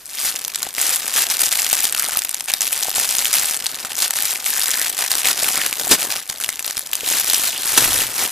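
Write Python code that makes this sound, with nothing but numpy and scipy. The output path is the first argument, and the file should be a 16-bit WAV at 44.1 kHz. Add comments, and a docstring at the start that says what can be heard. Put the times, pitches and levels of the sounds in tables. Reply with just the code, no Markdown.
"""Two hands pull at a thin plastic bag on a bed, close to a small stereo microphone, in a quiet, dead room.
Creases buckle in dense clusters of tiny clicks, over a sliding hiss, with single sharp snaps standing out.
Each pull swells and lets go; bunched folds crumple in like-pitched knocks, slack panels flap softly or pop
with a sinking ring, tugs thump, and the seam rips twice in fast runs of breaks. A puff of air passes late on.
A short faint tail and a steady noise floor lie behind; the loudest peaks are flattened at full scale."""
import sys
import numpy as np
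from scipy import signal
from scipy.fft import rfft, irfft, next_fast_len
from scipy.io import wavfile
from scipy.ndimage import uniform_filter1d, map_coordinates

SR = 44100
rng = np.random.default_rng(int(sys.argv[2]) if len(sys.argv) > 2 else 0)


def to_wav(s):
    """Save 16-bit WAV."""
    ch = np.atleast_2d(s).T  # columns
    pcm = np.round(np.clip(ch, -1, 1) * 32767)  # PCM
    wavfile.write(sys.argv[1], SR, pcm.astype(np.int16))


N = 366549  # samples

# spectra of the room's noise floor, sliding film, flapping panels and buckling film:
# (frequency [Hz], relative density [dB per Hz])
ROOM_SPECTRUM = [(70, -41.5), (14000, -41.5)]
SLIDE_SPECTRUM = [(200, -17), (780, -7), (1700, 3.5), (14000, -2)]
FLAP_SPECTRUM = [(25, -17.5), (115, -5), (170, -4.5), (250, 0.5), (480, 0), (780, -1), (1800, -1.5),
                 (4000, -45)]
FILM_SPECTRUM = [(130, -46.5), (780, 0), (940, -5), (1900, 0), (4800, 1.5), (9500, 2.5), (14000, 2)]
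# tugs that jerk the whole sheet: (time [s], relative level [dB])
TUGS = [(6.298, -17), (6.774, -16.5)]
# bunched folds crumpling: (start [s], length [s], level [dB], middle pitch [Hz])
CRUMPLES = [(1.981, .2, -33, 1400), (4.52, 0.35, -31.5, 1850), (5.554, .1, -27.5, 1890),
            (7.051, 1.0, -30.5, 3440)]
# whole panels popping over: (time [s], starting level [dB], starting pitch [Hz])
POPS = [(.668, -19.5, 768), (0.7825, -8.5, 2100), (2.884, -16, 796), (2.982, -14.5, 800),
        (3.849, -15, 1380), (4.8158, -9.5, 1990), (5.1163, -1, 4270), (5.427, -18.5, 620),
        (5.728, -7.5, 2400), (5.871, -17, 740), (6.4904, -6, 2080), (6.5274, -18.5, 3700),
        (6.5936, -9.5, 6100), (6.9328, -3.5, 3290), (7.033, -23, 463)]
# the seam giving way: (start [s], length [s], relative starting level [dB], fall over the length [dB])
RIPS = [(5.9112, .048, -5, 16.5), (7.776, .024, -1, 32)]
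# large single creases snapping through: (time [s], relative level [dB])
SNAPS = [(0.3606, -19), (0.449, -17), (0.48, -19), (0.547, -20), (.5582, -15.5), (0.6296, -14),
         (.9402, -20), (1.0797, -17), (1.3015, -10), (1.407, -10), (1.434, -15), (1.5267, -13),
         (1.5364, -17), (1.7294, -7), (1.7378, -15), (1.8044, -16), (1.8435, -11), (1.853, -12.5),
         (1.925, -15.5), (1.9483, -14.5), (1.9963, -14), (2.017, -29), (2.172, -9.5), (2.191, -14.5),
         (2.22, -18), (2.2487, -16.5), (2.2932, -18), (2.3119, -21.5), (2.3445, -15.5), (2.398, -25),
         (2.4075, -18.5), (2.5375, -6), (2.608, -12), (2.6172, -15.5), (2.7287, -11), (2.833, -13.5),
         (3.1846, -11), (3.197, -21), (3.255, -13), (3.659, -17.5), (3.666, -12), (4.1077, -12.5),
         (4.1366, -17.5), (4.46, -17.5), (4.6224, -17), (4.7412, -19), (5.1533, -13), (5.4443, -14.5),
         (5.6633, -13), (5.8502, -25), (6.2992, -16.5), (6.4383, -17.5), (6.4444, -15.5), (6.5023, -23),
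         (6.709, -19), (6.7694, -19), (6.778, -17), (6.7934, -19), (6.9537, -16), (7.1987, -12),
         (7.299, -14), (7.3341, -8.5), (7.344, -10.5)]
# flapping panels under a pull, against the crinkle: (time [s], relative level [dB])
FLAPPING = [(5.1, -23), (5.3, -17.5), (6.05, -12), (6.5, -18), (7.6, -18.5), (7.9, -12.5)]
# how taut the fingers hold the film; taut film gives separate ticks: (time [s], tautness [dB])
TAUTNESS = [(.26, -7), (.42, 1), (1.19, -5), (1.3, 1), (2.45, 3), (3.0, -1), (6.6, 1), (7.05, -3.5),
            (7.9, -6)]
# light crinkle while the bag is only held: (time [s], relative level [dB])
HELD = [(.03, -50), (.18, -34), (.36, -31), (.47, -36), (.65, -31), (.73, -37), (1.0, -27), (2.15, -29),
        (2.3, -37), (2.45, -36), (2.9, -28), (3.7, -30), (6.15, -28), (6.25, -47), (6.3, -32.5),
        (6.88, -36), (7.1, -28), (8.31, -28)]
# separate pulls of the hands:
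# (start [s], length [s], relative crinkle level [dB], brightness [dB per two octaves, roughly])
PULLS = [(0.251, .05, -21, 1.5), (.80, .16, -19, -0.5), (1.175, .065, -17.5, 0), (1.305, .05, -21, 0),
         (1.401, .07, -17.5, 2), (1.51, .36, -21, -1.5), (1.981, .2, -25, 0.5), (2.486, .025, -22.5, -7),
         (2.62, .26, -23.5, -0.5), (2.959, .09, -18.5, 0), (3.081, .22, -21.5, 0.5), (3.34, .05, -15, 0),
         (3.41, .14, -21, -0.5), (3.98, .04, -22, -1), (4.025, .03, -18, -2), (4.161, .18, -21.5, 0.5),
         (4.462, .44, -21.5, 1.5), (4.988, .06, -20, -4.5), (5.108, .10, -21.5, -2), (5.249, .07, -16, -3),
         (5.39, .28, -20, -1.5), (5.796, .11, -24, 8.5), (5.998, .06, -21, -1.5), (6.11, .07, -25, -6.5),
         (6.408, .03, -27, 1.5), (6.648, .06, -28, -4), (7.075, .135, -19.5, 2.5), (7.28, .21, -20.5, 4),
         (7.675, .095, -21, 2.5), (7.80, .23, -17.5, 3), (8.21, .04, -19.5, 3)]

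ATTACK_S, RELEASE_S = .014, .02  # time constants of taking hold (at tautness 0 dB) and letting go
ATTACK_SLOWS = 2.1  # dB of slower attack per dB of slackness
SAG_DB = 1.5  # the film yields over the length of a pull
HELD_BRIGHT_DB, HELD_FLAP_DB = -4, -13.5  # colour and relative flap level of the held bag
TOP_HZ = 14250  # upper band limit


def amp(db):
    """Amplitude factor of a level in dB."""
    return 10 ** (np.asarray(db) / 20)


def unit(x):
    """x brought to rms 1."""
    return x / np.sqrt(np.mean(x ** 2) + 1e-20)


def curves(rows):
    """One value per sample for each column after the time."""
    times, *columns = np.transpose(rows)
    return [np.interp(np.arange(N) / SR, times, column) for column in columns]


def wobble(rate):
    """A smooth random curve, rate knots a second."""
    knots = rng.standard_normal(int(N * rate / SR) + 4)
    return map_coordinates(knots, [np.arange(N) * rate / SR])


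def filtered(x, response):
    """x times a response of frequency."""
    m = next_fast_len(N + SR // 2)
    spectrum = rfft(x, m) * response(np.fft.rfftfreq(m, 1 / SR))
    return irfft(spectrum, m)[..., :N]


def coloured(x, points, size=2048):
    """x through a causal, minimum-phase filter of unit energy with the given (Hz, dB) shape."""
    hz, db = np.transpose(points)
    log_hz = np.log(np.fft.rfftfreq(size, 1 / SR) + 1)
    gain = amp(np.interp(log_hz, np.log(hz), db))
    # folding the cepstrum onto positive time gives minimum phase
    cepstrum = irfft(np.log(gain))
    cepstrum[1:size // 2] *= 2
    cepstrum[size // 2 + 1:] = 0
    kernel = irfft(np.exp(rfft(cepstrum)))
    return signal.fftconvolve(x, kernel[None] / np.linalg.norm(kernel), axes=1)[:, :N]


def placed(times, sounds):
    """Stereo sounds (2, events, samples) summed at their times."""
    starts = np.round(times * SR).astype(int)
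    at = np.maximum((starts[:, None] + np.arange(sounds.shape[-1])).ravel(), 0)
    return np.array([np.bincount(at, side.ravel(), N)[:N] for side in sounds])


def moments(rate):
    """Random times that come at the given rate a second."""
    total = np.cumsum(rate) / SR
    draws = np.sort(rng.uniform(0, total[-1], int(total[-1])))
    return np.searchsorted(total, draws) / SR


def evened(x, span):
    """Clicks share the work that the hands put in over each span [s]: rms near 1 throughout."""
    power, width = np.mean(x ** 2, axis=0), max(int(span * SR), 2)
    smooth = uniform_filter1d(uniform_filter1d(power, width), width)
    return x / np.sqrt(np.abs(smooth) + 1e-9)


def hiss(spectrum, apart_hz=16000):
    """Stereo noise of rms 1, alike at both ports in the bass and less so in the treble."""
    a, b = rng.standard_normal((2, N))
    apart = filtered(b, lambda hz: np.minimum(hz / apart_hz, 1))
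    return unit(coloured(np.array([a + apart, a - apart]), spectrum))


def room_tone(level_db=-42.0):
    """The steady noise floor of the quiet room."""
    return amp(level_db) * hiss(ROOM_SPECTRUM)


def room(x, t60=0.4, wet_db=-15):
    """Bedding swallows most of the sound; a short faint tail is left."""
    t = np.arange(SR // 4) / SR
    tail = hiss(SLIDE_SPECTRUM)[:, :len(t)] * amp(-60 * t / t60) * (t > .003)
    return amp(wet_db) * signal.fftconvolve(x, tail / np.linalg.norm(tail[0]), axes=1)[:, :N]


def waft(s=7.9, width=0.1, db=-37):
    """The opened bag is swept past the microphone and pushes a puff of air at it."""
    swell = np.exp(-((np.arange(N) / SR - s) / width) ** 2 / 2)
    return amp(db) * swell * hiss([(45, 4), (130, 8.0), (400, -40)], apart_hz=151)


def tugs(push_hz=100, t60=0.0043, level_db=3):
    """A tug pushes the air once with the whole sheet: a low, heavily damped thump."""
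    times, db = np.transpose(TUGS)
    t = np.arange(SR // 10) / SR
    push = amp(db[:, None] + level_db - 60 * t / t60) * np.sin(2 * np.pi * push_hz * t)
    return placed(times, np.array([push, push]))


def facets(count, middle_hz, spread):
    """Facets come in many sizes, hence many pitches."""
    return middle_hz * np.exp(spread * rng.standard_normal(count))


def buckles(facet_hz, bright_db, t60, facet_db=7, sharpness=3, flip=0.81, port_hz=4200,
            apart=0.2, bearing=0.022, size=320):
    """Stereo clicks of unit energy: a crease flips, its facet rings and the sheet around it shivers."""
    count, t, hz = len(facet_hz), np.arange(size) / SR, np.fft.rfftfreq(size, 1 / SR)
    life, sign, place = rng.standard_normal((3, count, 1))
    fade = amp(-60 * t / (t60 * np.exp(0.31 * life)))
    fade = fade / np.linalg.norm(fade, axis=1, keepdims=True)
    shiver = rfft(rng.standard_normal((2, count, size)) * fade)
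    # the shiver comes from all over the sheet, so its treble differs between the two ports
    treble = np.tanh((hz / port_hz) ** 3)
    turn = apart * treble
    ports = np.array([1, -1])[:, None, None]
    click = flip * np.sign(sign) + np.cos(turn) * shiver[0] + ports * np.sin(turn) * shiver[1]
    # each crease lies in its own direction and reaches one port first
    click = click * np.exp(1j * ports * bearing * place * treble)
    # the facet is one damped resonance; tension tilts the whole click towards the treble
    centre = facet_hz[:, None]
    band = 1j * hz * centre / sharpness
    ring = 1 + amp(facet_db) * band / (centre ** 2 - hz ** 2 + band)
    tilt = amp(np.reshape(bright_db, (-1, 1)) * np.log(hz + 800) / np.log(4))
    sound = np.roll(irfft(click * (ring * tilt)), 10, axis=-1)  # 10 samples of space ahead of the flip
    energy = np.sum(sound ** 2, axis=-1).mean(axis=0)
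    return sound / np.sqrt(energy)[:, None]


def crumples(rate=110, spread=0.16, uneven_db=6, facet_db=26, sharpness=6):
    """The facets of one fold are of like size, so they flip with short knocks near one pitch."""
    out = np.zeros((2, N))
    for s, length, db, hz in CRUMPLES:
        count = int(rate * length) + 1
        times = s + length * (np.arange(count) + rng.uniform(0, 1, count)) / count
        sizes = unit(amp(uneven_db * rng.uniform(-1.4, 1, count)))
        sizes = sizes * amp(db) * np.sqrt(length * SR / count)
        knocks = buckles(facets(count, hz, spread), 0, t60=0.004, facet_db=facet_db, sharpness=sharpness)
        out += placed(times, knocks * sizes[:, None])
    return out


def flaps(flap_db, rate=370, spread_db=6.0, near_hz=170):
    """Wide slack panels flip with soft, hollow pats; so close, their bass differs between the ports."""
    times = moments(np.full(N, rate))
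    count = len(times)
    pats = buckles(facets(count, 1065, 0.619), 0, t60=0.01, facet_db=9.5, sharpness=14.8, size=512)
    sizes = amp(spread_db * np.minimum(rng.standard_normal(count), 1.6))
    both = placed(times, pats * sizes[:, None])
    # each pat pushes a little more air at one port than at the other
    lopsided = placed(times, pats * (sizes * rng.standard_normal(count))[:, None])[0]
    apart = filtered(lopsided, lambda hz: .5 / (1 + hz / near_hz))
    panels = coloured(both + np.array([apart, -apart]), FLAP_SPECTRUM)
    return amp(flap_db) * evened(panels, span=0.13)


def pops(ring_cycles=13, glide=0.088):
    """A panel flips and rings for a few cycles, its pitch sinking as it goes slack."""
    times, db, hz = np.transpose(POPS)
    age = np.arange(SR // 10) / SR * hz[:, None] / ring_cycles  # 1 when the ring is 60 dB down
    cycles = hz[:, None] * np.cumsum(1 - glide * np.minimum(age, 1), axis=1) / SR
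    knock = amp(db[:, None] - 60 * age) * np.sin(2 * np.pi * cycles)
    return placed(times, np.array([knock, knock]))


def rips(count=170, jerk_db=-6, lead=0.4, fray_db=-11):
    """The seam frays, then gives way in a run of breaks dying ever faster with the tension, jerking panels."""
    out = np.zeros((2, N))
    for s, length, db, fall_db in RIPS:
        # position along the rip: below 0 while it frays, 1 at its end
        along = (1 + lead) * (np.arange(count) + rng.uniform(0, 1, count)) / count - lead
        fray, fall = fray_db + fall_db * along, -fall_db * along * (1 + along) / 2
        shape_db = np.where(along < 0, fray, fall)
        sizes = amp(db + shape_db + 2 * rng.standard_normal(count))
        sizes = sizes * np.sqrt((1 + lead) * length * SR / count)
        breaks = buckles(facets(count, 4450, 0.57), 0, t60=0.0016)
        out += placed(s + length * along, breaks * sizes[:, None])
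    return coloured(out, FILM_SPECTRUM) + amp(jerk_db) * coloured(out, FLAP_SPECTRUM)


def snaps(level_db=6.5, rebound_s=0.0016, rebound_db=-8, pop_click_db=-9):
    """Large creases let go singly, each with its own colour, and rebound at once; popping panels click too."""
    pop_clicks = [(s, db + pop_click_db) for s, db, _ in POPS]
    times, db = np.transpose(SNAPS + pop_clicks)
    count = len(times)

    def clicks():
        sounds = buckles(facets(count, 6530, 0.5), 0, t60=0.005, facet_db=5.0, flip=0.79)
        return sounds * amp(db + level_db)[:, None]

    first = placed(times - 10 / SR, clicks())
    rebound = placed(times + rebound_s * rng.uniform(.5, 2, count), clicks())
    both = first + amp(rebound_db) * rebound
    return coloured(both * np.sqrt(SR / 10 ** 3), FILM_SPECTRUM)  # levels count as rms over 1 ms


def handling(taut_db):
    """Crinkle level, brightness and flap level [dB]: pulls add to the held bag, the stronger weighing more."""
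    t = np.arange(N) / SR
    held = amp(curves(HELD)[0]) ** 2
    power, bright = held.copy(), held * HELD_BRIGHT_DB
    for s, length, db, bright_db in PULLS:
        near = slice(max(int((s - .2) * SR), 0), int((s + length + .2) * SR))
        u = t[near] - s
        attack = ATTACK_S * amp(-ATTACK_SLOWS * taut_db[int(s * SR)])
        shape = np.exp(np.minimum(u, 0) / attack - np.maximum(u - length, 0) / RELEASE_S)
        sag_db = SAG_DB * (np.clip(u / length, 0, 1) - .5)
        pull = (shape * amp(db - sag_db)) ** 2
        power[near] += pull
        bright[near] += pull * bright_db
    flap = held * HELD_FLAP_DB + (power - held) * curves(FLAPPING)[0]
    return 10 * np.log10(power), bright / power, flap / power


def rustle(work_db, level_db=-3.5, uneven_db=5.0, grain_db=5):
    """Film sliding over cloth catches and slips: a fine-grained, slightly uneven hiss."""
    catching = amp(uneven_db * wobble(160) + grain_db * wobble(1400))
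    return amp(work_db + level_db) * unit(catching * hiss(SLIDE_SPECTRUM))


def ticks(work_db, taut_db, tension_db, rate=80, level_db=-11.0, follow=0.72, range_db=11,
          bright_db=3, pitch_follows=0.92):
    """Middling creases let go in turn: faster on taut film, louder under hard pulls, lower where slack."""
    total = np.cumsum(rate * amp(taut_db)) / SR
    turns = np.arange(int(total[-1]))
    at = np.searchsorted(total, turns + rng.uniform(0, 2, len(turns)))
    at = np.minimum(at, N - 1)
    db = level_db + follow * (work_db - work_db.mean())[at] - range_db * rng.uniform(0, 1, len(at))
    facet_hz = facets(len(at), 6450, 0.62) * amp(pitch_follows * tension_db[at])
    # higher-pitched facets are brighter too
    clicks = buckles(facet_hz, bright_db * np.log(facet_hz / 2600), t60=0.0058, facet_db=3.5)
    sizes = amp(db)[:, None] * np.sqrt(SR / 10 ** 3)
    return coloured(placed(at / SR, clicks * sizes), FILM_SPECTRUM)


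def crinkle(work_db, bright_db, taut_db, rate=900, spread_db=5.0, thins=0.8):
    """Harder work buckles more creases; taut film gives fewer, more separate clicks."""
    times = moments(np.clip(rate * amp(work_db + 21 - thins * taut_db), 130, 3000))
    at = np.minimum((times * SR).astype(int), N - 1)
    count = len(at)
    sizes = amp(spread_db * np.minimum(rng.standard_normal(count), 1.6))
    click_bright_db = bright_db[at] + 2 * rng.standard_normal(count)
    clicks = buckles(facets(count, 6500, 0.86), click_bright_db, t60=0.012, facet_db=4.0)
    film = coloured(placed(times, clicks * sizes[:, None]), FILM_SPECTRUM)
    return amp(work_db) * evened(film, span=0.075)


def scene(sliding_db=-8, thinning=0.5, crinkle_db=-1):
    """The bag close by, its room and the faint noise floor."""
    taut_db, = curves(TAUTNESS)
    work_db, bright_db, flap_db = handling(taut_db)
    dense_db = work_db + crinkle_db - thinning * taut_db
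    # a slack sheet that moves fast slides and hisses, a taut or slow one mostly crackles
    crackling = amp(sliding_db + taut_db - flap_db - (work_db + 18.0))
    slide = np.clip(1 / (1 + crackling), 0, .85)
    film = np.sqrt(1 - slide) * crinkle(dense_db, bright_db, taut_db)
    film = film + np.sqrt(slide) * rustle(dense_db) + ticks(work_db, taut_db, bright_db)
    bag = film + crumples() + snaps() + rips() + flaps(work_db + flap_db) + tugs() + pops()
    return bag + room(bag) + waft() + room_tone()


def record(dry, lean_db=3, air_db=5.0):
    """The microphone lifts the top treble, later and louder at left; peaks flatten at full scale."""
    ports = np.array([[1], [-1]])  # left, right

    def microphone(hz):
        treble = (hz / TOP_HZ) ** 2
        phase = np.exp(-1j * ports * 2.6 * treble / 2)
        lean = ports * lean_db * np.tanh(2 * treble) / 2
        air = air_db * np.minimum(treble, 1) ** 2
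        return (hz < TOP_HZ) * phase * amp(lean + air)

    heard = filtered(dry, microphone)
    flattened = heard / (1 + heard ** 10) ** (1 / 10)
    return filtered(flattened, lambda hz: hz < TOP_HZ)


dry = scene()
out = record(dry)
to_wav(out)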